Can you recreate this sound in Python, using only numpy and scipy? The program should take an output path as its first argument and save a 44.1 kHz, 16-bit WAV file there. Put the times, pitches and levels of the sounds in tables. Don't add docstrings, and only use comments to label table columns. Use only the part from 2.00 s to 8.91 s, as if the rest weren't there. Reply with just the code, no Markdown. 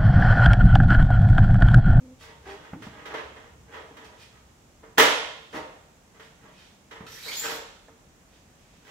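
import sys
import numpy as np
from scipy import signal
from scipy.fft import rfft, irfft, next_fast_len
from scipy.io import wavfile

SR = 44100
rng = np.random.default_rng(int(sys.argv[2]) if len(sys.argv) > 2 else 0)


def wav_record(signal):
    frames = np.transpose(np.atleast_2d(signal))
    bounded = np.clip(frames, -1, 1)
    quanta = np.round(bounded * 32767).astype(np.int16)
    wavfile.write(sys.argv[1], SR, quanta)


N = 304631
TIME = np.arange(N) / SR
CUTOFF_HZ = 15750

# (frequency [Hz], left-right correlation [-1 to 1])
LEFT_RIGHT_LIKENESS = [(100, 0.93), (250, 0.89), (500, 0.6), (1000, 0.15), (2000, 0), (15000, 0)]


def from_db(db):
    return 10 ** (np.asarray(db) / 20)


def rms_one(x):
    return x / np.sqrt(np.mean(x ** 2) + 1e-20)


def unit_energy(x):
    return x / np.sqrt(np.sum(x ** 2, axis=-1, keepdims=True) + 1e-20)


def decay_60_db(t, t60):
    return np.exp(-np.log(1000) * t / t60)


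def at_hz(points, hz):
    table_hz, values = np.transpose(points)
    return np.interp(np.log(np.maximum(hz, 1)), np.log(table_hz), values)


def colour(x, spectrum):
    size = next_fast_len(x.shape[-1] + SR // 10, True)
    gain = from_db(at_hz(spectrum, np.fft.rfftfreq(size, 1 / SR)))
    cepstrum = irfft(np.log(gain), size)
    cepstrum[1:size // 2] *= 2
    cepstrum[size // 2 + 1:] = 0
    response = np.exp(rfft(cepstrum))
    return irfft(rfft(x, size) * response, size)[..., :x.shape[-1]]


def soften(x, hz):
    r = np.exp(-2 * np.pi * hz / SR)
    return signal.lfilter([1 - r], [1, -r], x + 1e-18)


def contact(x, bright_hz):
    return soften(soften(x, bright_hz), 4 * bright_hz)


def through(x, response):
    return signal.fftconvolve(x[None], response, axes=-1)[:, :N]


def add(out, s, x):
    at = max(round(s * SR), 0)
    out[at:at + len(x)] += x[:N - at]


def stereo_noise(size):
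    mid, side = rfft(rng.standard_normal((2, size)))
    alike = np.clip(at_hz(LEFT_RIGHT_LIKENESS, np.fft.rfftfreq(size, 1 / SR)), -1, 1)
    shared = np.sqrt((1 + alike) / 2) * mid
    opposed = np.sqrt((1 - alike) / 2) * side * [[1], [-1]]
    return irfft(shared + opposed, size)


def outdoors():
    # (frequency [Hz], relative level per Hz [dB])
    air_colour = [(15, -41), (25, -17), (40, -1), (62, -5.5), (110, -6), (160, -3.5), (300, -8.5),
                  (420, -11.5), (750, -13), (1600, -18.5), (2800, -22), (4500, -27), (7000, -21),
                  (9000, -28), (15500, -37)]
    # (frequency [Hz], relative level per Hz [dB])
    rumble_colour = [(25, -46), (52, -21), (67, -1.5), (88, -9.5), (200, -17.5), (600, -41), (3000, -72.5)]
    # (time [s], level [dB])
    rumble_levels = [(0, -57), (.9, -59.5), (1.8, -57), (2.6, -65), (4, -66.5), (6.9, -68.5)]
    air_db = -57.57
    size = next_fast_len(N, True)
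    air = rms_one(colour(stereo_noise(size), air_colour))[:, :N]
    rumble = rms_one(colour(stereo_noise(size), rumble_colour))[:, :N]
    rumble_db = np.interp(TIME, *np.transpose(rumble_levels))
    return from_db(air_db) * air + from_db(rumble_db) * rumble


def yard(direct_db, early_db, early_s):
    # (frequency [Hz], time to fall by 60 dB [s])
    yard_t60 = [(100, 0.4), (300, 0.53), (600, 0.79), (1500, 0.63), (3500, 0.81), (6000, 0.67),
                (10000, 0.54), (15000, 0.27)]
    t, hz = TIME[:SR], np.fft.rfftfreq(SR, 1 / SR)
    noise, response = rfft(stereo_noise(SR)), 0
    echoes = (1 + from_db(early_db) * np.exp(-t / early_s)) * (1 - np.exp(-t / 0.00023))
    edges = np.geomspace(200, 17000, 25) - 160
    for low, high in zip(edges, edges[1:]):
        band = irfft(noise * ((hz >= low) & (hz < high)), SR)
        decay = decay_60_db(t, at_hz(yard_t60, np.sqrt(low * high)))
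        response = response + np.sqrt(high - low) * unit_energy(band * decay * echoes)
    response = unit_energy(response)
    response[:, 0] += from_db(direct_db)
    return unit_energy(response)


def grit(size, per_s, spread_db):
    touches = rng.random(size) < per_s / SR
    strengths = from_db(spread_db * rng.standard_normal(size))
    return rms_one(touches * rng.choice([-1, 1], size) * strengths)


def rubs(strokes, per_s, spread_db):
    force, t = np.zeros(N), TIME[:SR // 2] - 1 / 4
    for s, half_s, db, bright_hz in strokes:
        stroke = grit(len(t), per_s, spread_db) * np.exp(-(t / half_s) ** 2)
        after_start = s + t >= 0
        add(force, s + t[0], from_db(db) * contact(stroke, bright_hz)[after_start])
    return force


def overalls():
    # (middle time [s], half length [s], relative level [dB], brightness [Hz])
    swishes = [(.228, 0.031, -45, 11900), (.5, 0.039, -44, 5970), (.84, 0.035, -48.5, 9000),
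               (2.05, 0.016, -46.5, 9000), (2.22, 0.038, -44, 4980), (3.555, 0.031, -39.5, 10200),
               (4.24, .03, -50, 5900), (4.61, 0.084, -46, 3020), (6.35, 0.047, -55.5, 5020),
               (6.72, 0.2, -58.5, 3980)]
    # (frequency [Hz], gain [dB])
    cloth_colour = [(300, -6), (1200, -5.5), (2500, 3.5), (5000, -1.5), (8000, -6.5), (15000, -17.5)]
    return colour(rubs(swishes, per_s=2500, spread_db=1), cloth_colour)


def groans(waver):
    # (time [s], length [s], pitch [Hz], relative level [dB], octave against the tone [dB])
    frame_groans = [(0, 0.151, 259.8, -48.5, -10), (0.456, 0.11, 401.3, -44, -4)]
    out = np.zeros(N)
    for s, length_s, hz, db, octave_db in frame_groans:
        wobble = rms_one(soften(rng.standard_normal(SR), 68))[:round(length_s * SR)]
        phase = 2 * np.pi * np.cumsum(hz * (1 + waver * wobble)) / SR
        tone = np.sin(phase) + from_db(octave_db) * np.sin(2 * phase)
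        add(out, s, from_db(db) * rms_one(tone) * signal.windows.tukey(len(tone), 1 / 4))
    return out


def damped(hz, t60):
    t = TIME[:SR // 2]
    return np.sin(2 * np.pi * hz * t) * decay_60_db(t, t60) * (1 - np.exp(-t / 0.00093))


def click(fall_s):
    # (frequency [Hz], relative level [dB])
    click_colour = [(60, -34.5), (200, -11.5), (800, 2), (1400, -2), (2500, -11.5), (3500, -28.5),
                    (8000, -38)]
    t = TIME[:SR // 2]
    return rms_one(colour(rng.standard_normal(len(t)), click_colour)) * np.exp(-t / fall_s)


def thud():
    # (frequency [Hz], relative level [dB])
    thud_colour = [(30, -42.5), (70, -10), (120, 0), (200, -5), (280, 0.5), (450, -14.5), (2000, -59.5)]
    rise_s, fall_s = .012, .06
    t = TIME[:SR // 2]
    noise = rms_one(colour(rng.standard_normal(len(t)), thud_colour))
    return noise * (1 - np.exp(-t / rise_s)) * np.exp(-t / fall_s)


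def bumps(click_s):
    # (time [s], relative level [dB], pitch [Hz], relative level of the low thud [dB])
    landings = [(.732, -24, 190, -36.5), (0.868, -28.5, 206, -45), (3.544, -28, 286, -46),
                (4.441, -41.5, 183, -57), (5.007, -29.5, 190, -48.5)]
    tone_t60_s, click_db = 0.038, -14.5
    out = np.zeros(N)
    for s, db, hz, thud_db in landings:
        bump = damped(hz, tone_t60_s) + from_db(click_db) * click(click_s)
        add(out, s, from_db(db) * bump + from_db(thud_db) * thud())
    return out


def feet(click_s):
    # (frequency [Hz], relative level [dB], time to fall by 60 dB [s])
    foot_modes = [(282.6, -24.5, 0.12), (451, -17.5, 0.25), (825, -16, 0.059), (1736, -6.5, 0.028)]
    # (time [s], strength [dB], contact brightness [Hz])
    foot_hits = [(1.907, -22.5, 300), (2.982, 1.5, 5000), (5.883, -24.5, 394)]
    click_db, thud_db = -17, -50.5
    out = np.zeros(N)
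    ring = sum(from_db(db) * damped(hz, t60) for hz, db, t60 in foot_modes)
    for s, db, bright_hz in foot_hits:
        hit = ring + from_db(click_db) * click(click_s) + from_db(thud_db) * thud()
        add(out, s, from_db(db) * contact(hit, bright_hz))
    return out


def slips(slips_hz, uneven, jitter_hz, rolloff, grab_hz, grab_db, grab_bend):
    size = len(slips_hz)
    grip = rms_one(soften(soften(rng.standard_normal(SR), grab_hz), grab_hz))[-size:]
    jitter = rms_one(soften(rng.standard_normal(SR), jitter_hz))[-size:] - grab_bend * grip
    phase = 2 * np.pi * np.cumsum(slips_hz * (1 + uneven * jitter)) / SR
    orders = np.arange(1, 17)[:, None]
    weights = (orders * slips_hz < CUTOFF_HZ) / orders ** rolloff
    pulses = np.sum(weights * np.cos(orders * phase), axis=0)
    return rms_one(from_db(grab_db * grip) * pulses)


def scrape(grit_db, squeak_rolloff, rasp_rolloff):
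    # (time [s], length [s], first slip rate [1/s], last slip rate [1/s], relative level [dB],
    #           unevenness [share of the slip rate])
    squeaks = [(5.062, 0.028, 1340, 2200, -43, 0.16), (5.108, 0.046, 5800, 5900, -50.5, .05),
               (5.143, .072, 1780, 2500, -49.5, 0.122), (5.219, 0.08, 4100, 4450, -43.5, .13),
               (5.278, .036, 2330, 2300, -35, 0.107), (5.306, .06, 2600, 5400, -36, 0.294),
               (5.361, .066, 6850, 7600, -32, 0.026), (5.419, .05, 2100, 1350, -32, 0.203)]
    # (frequency [Hz], gain [dB])
    scrape_colour = [(200, -9), (500, -10), (1000, -7.5), (2000, 1), (2700, -0.5), (4000, 1.5), (7300, -1),
                     (9000, -6.5), (14000, -3), (16000, -14)]
    squeak_fade = 0.29
    start_s, peak_s, end_s = 5.068, 5.5, 5.57
    peak_db, growth_db_per_s, fall_db_per_s = -37, 28.5, 39
    rasp_slips_per_s, rasp_uneven = 1300, .7
    surface = dict(jitter_hz=2500, grab_hz=110, grab_db=4, grab_bend=.3)

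    out = np.zeros(N)
    for s, length_s, first_hz, last_hz, db, uneven in squeaks:
        glide = np.geomspace(first_hz, last_hz, round(length_s * SR))
        swell = signal.windows.tukey(len(glide), squeak_fade)
        add(out, s, from_db(db) * swell * slips(glide, uneven, rolloff=squeak_rolloff, **surface))

    t = np.arange(start_s, end_s, 1 / SR) - peak_s
    push_db = peak_db + np.minimum(growth_db_per_s * t, -fall_db_per_s * t)
    push = from_db(push_db) * signal.windows.tukey(len(t), 1 / 20)
    rasp = slips(np.full(len(t), rasp_slips_per_s), rasp_uneven, rolloff=rasp_rolloff, **surface)
    rough = from_db(grit_db) * grit(len(t), per_s=1200, spread_db=0)
    add(out, start_s, push * (rasp + rough))
    return colour(out, scrape_colour)


def ladder_body(ring_db):
    # (frequency [Hz], relative level [dB], time to fall by 60 dB [s])
    ladder_modes = [(293, -7, 0.54), (448.6, 2, 0.48), (514, -7, 0.2), (623.4, -6.5, 0.67),
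                    (822, -11, 0.31), (916, -3.5, 0.64), (976, -2.5, 0.53), (1067, -9, 0.1175),
                    (1258, -4, 0.46), (1420, -7.5, 0.87), (1702, 0, 0.261), (1752, -4.5, 0.36),
                    (1834, -5, 0.6), (1849, 0.5, 0.5), (1954, 3, 0.248), (1993, 3.5, 0.16),
                    (2108, -2, 0.41), (2110, -5.5, 0.69), (2450, -8, .58), (2530, -14.5, 0.17),
                    (3065, -6.5, 0.63), (2929, -7.5, 0.4), (3140, -11.5, 0.39), (3267, -7, 0.71),
                    (3630, -12, 0.88), (3817, -11, .5)]
    t, ring = TIME[:SR], 0
    for hz, db, t60 in ladder_modes:
        alike = np.clip(at_hz(LEFT_RIGHT_LIKENESS, hz), -1, 1)
        apart = np.arccos(alike) / 2 * rng.choice([-1, 1])
        phase = 2 * np.pi * (hz * t + rng.random()) + apart * np.array([[1], [-1]])
        ring = ring + from_db(db) * np.sin(phase) * decay_60_db(t, t60)
    return from_db(ring_db) * unit_energy(ring * (1 - np.exp(-t / .003)))


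def clack():
    # (frequency [Hz], relative level per Hz [dB])
    clack_colour = [(60, -24), (130, -19), (200, -15.5), (280, -10.5), (365, -6), (460, 0), (700, -4.5),
                    (1000, -0.5), (1800, -0.5), (2450, -4), (3300, -2.5), (4400, -10), (6500, -9),
                    (9000, -15), (15000, -15)]
    return unit_energy(colour(yard(direct_db=-8, early_db=-4.5, early_s=0.0165), clack_colour))


def knocks(ring, count):
    # (time [s], strength [dB], contact brightness [Hz])
    blows = [(.82, -9.5, 2420), (1.054, -5.5, 2450), (1.137, 3, 1310), (1.36, -11.5, 1460),
             (1.735, -5, 1330), (1.794, -2.5, 393), (1.967, -14, 2980), (2.827, -8.5, 597),
             (2.9745, 6.5, 3530), (2.98, 16.5, 8750), (2.996, 20, 3720), (3.024, 10, 4020),
             (3.056, -4, 4000), (3.526, -0.5, 700), (3.541, 1.5, 730), (4.195, -14, 2516),
             (4.909, -9.5, 2530), (4.955, -12.5, 1210), (5.007, -6.5, 600), (5.256, -4.5, 800),
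             (5.295, -9, 1000), (5.436, -0.5, 1300), (5.883, -21.5, 855)]
    build_1k_s, build_law = .004, 0.63
    out, t = np.zeros((2, N)), TIME[:SR]
    spots = [clack() for _ in range(count)]
    for k, (s, db, bright_hz) in enumerate(blows):
        build_s = build_1k_s * (10 ** 3 / bright_hz) ** build_law
        response = (spots[k % count] + ring) * (1 - np.exp(-t / build_s))
        blow = from_db(db) * contact(response, bright_hz)
        add(out[0], s, blow[0])
        add(out[1], s, blow[1])
    return out


def ladder_sounds():
    # (middle time [s], half length [s], relative level [dB], contact brightness [Hz])
    ladder_rubs = [(.228, 0.023, -47.5, 3500), (.288, 0.031, -46.5, 1310), (.491, 0.043, -39, 1320),
                   (.63, 0.087, -47, 1280), (.987, 0.072, -42, 1160), (1.112, 0.02, -30, 770),
                   (1.18, 0.017, -30.5, 1120), (1.44, 0.061, -49, 1000), (1.745, 0.047, -39, 1320),
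                   (2.031, 0.13, -47, 810), (2.34, .033, -56, 2546), (3.56, .012, -21.5, 504),
                   (4.16, 0.026, -51.5, 1473), (4.45, 0.043, -50, 1490), (5.485, 0.06, -32.5, 1680),
                   (6.885, 0.043, -50, 4040)]
    ring = ladder_body(ring_db=-5.5)
    rubbing = rubs(ladder_rubs, per_s=550, spread_db=4.5)
    rubbed = through(rubbing, clack() + from_db(0.5) * ring)
    return from_db(1.65) * (knocks(ring, count=5) + rubbed)


def scene():
    near = yard(direct_db=9, early_db=0, early_s=.015)
    low = through(groans(waver=0.056) + bumps(click_s=0.011) + feet(click_s=.012), near)
    squeal = scrape(grit_db=-5, squeak_rolloff=0.96, rasp_rolloff=0.16)
    far = yard(direct_db=-5.5, early_db=2.0, early_s=0.031)
    high = through(overalls() + squeal, far)
    return outdoors() + low + high + ladder_sounds()


def record(dry):
    # (frequency [Hz], gain [dB])
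    left_mic = [(500, 0.4), (2000, -1.7), (6000, -1), (7800, 2.5), (9000, 1.5), (11000, 2), (15000, 2.5)]
    right_mic = [(500, 0.5), (2000, 2), (6000, 3), (7800, -4), (9000, -11), (11000, -5.5), (15000, 2)]
    peak_limit = .92
    heard = np.array([colour(dry[0], left_mic), colour(dry[1], right_mic)])
    heard = heard / (1 + (heard / peak_limit) ** 10) ** (1 / 10)
    top_cut = signal.ellip(12, .1, 80, CUTOFF_HZ, fs=SR, output="sos")
    return signal.sosfilt(top_cut, heard)


dry = scene()
out = record(dry)
wav_record(out)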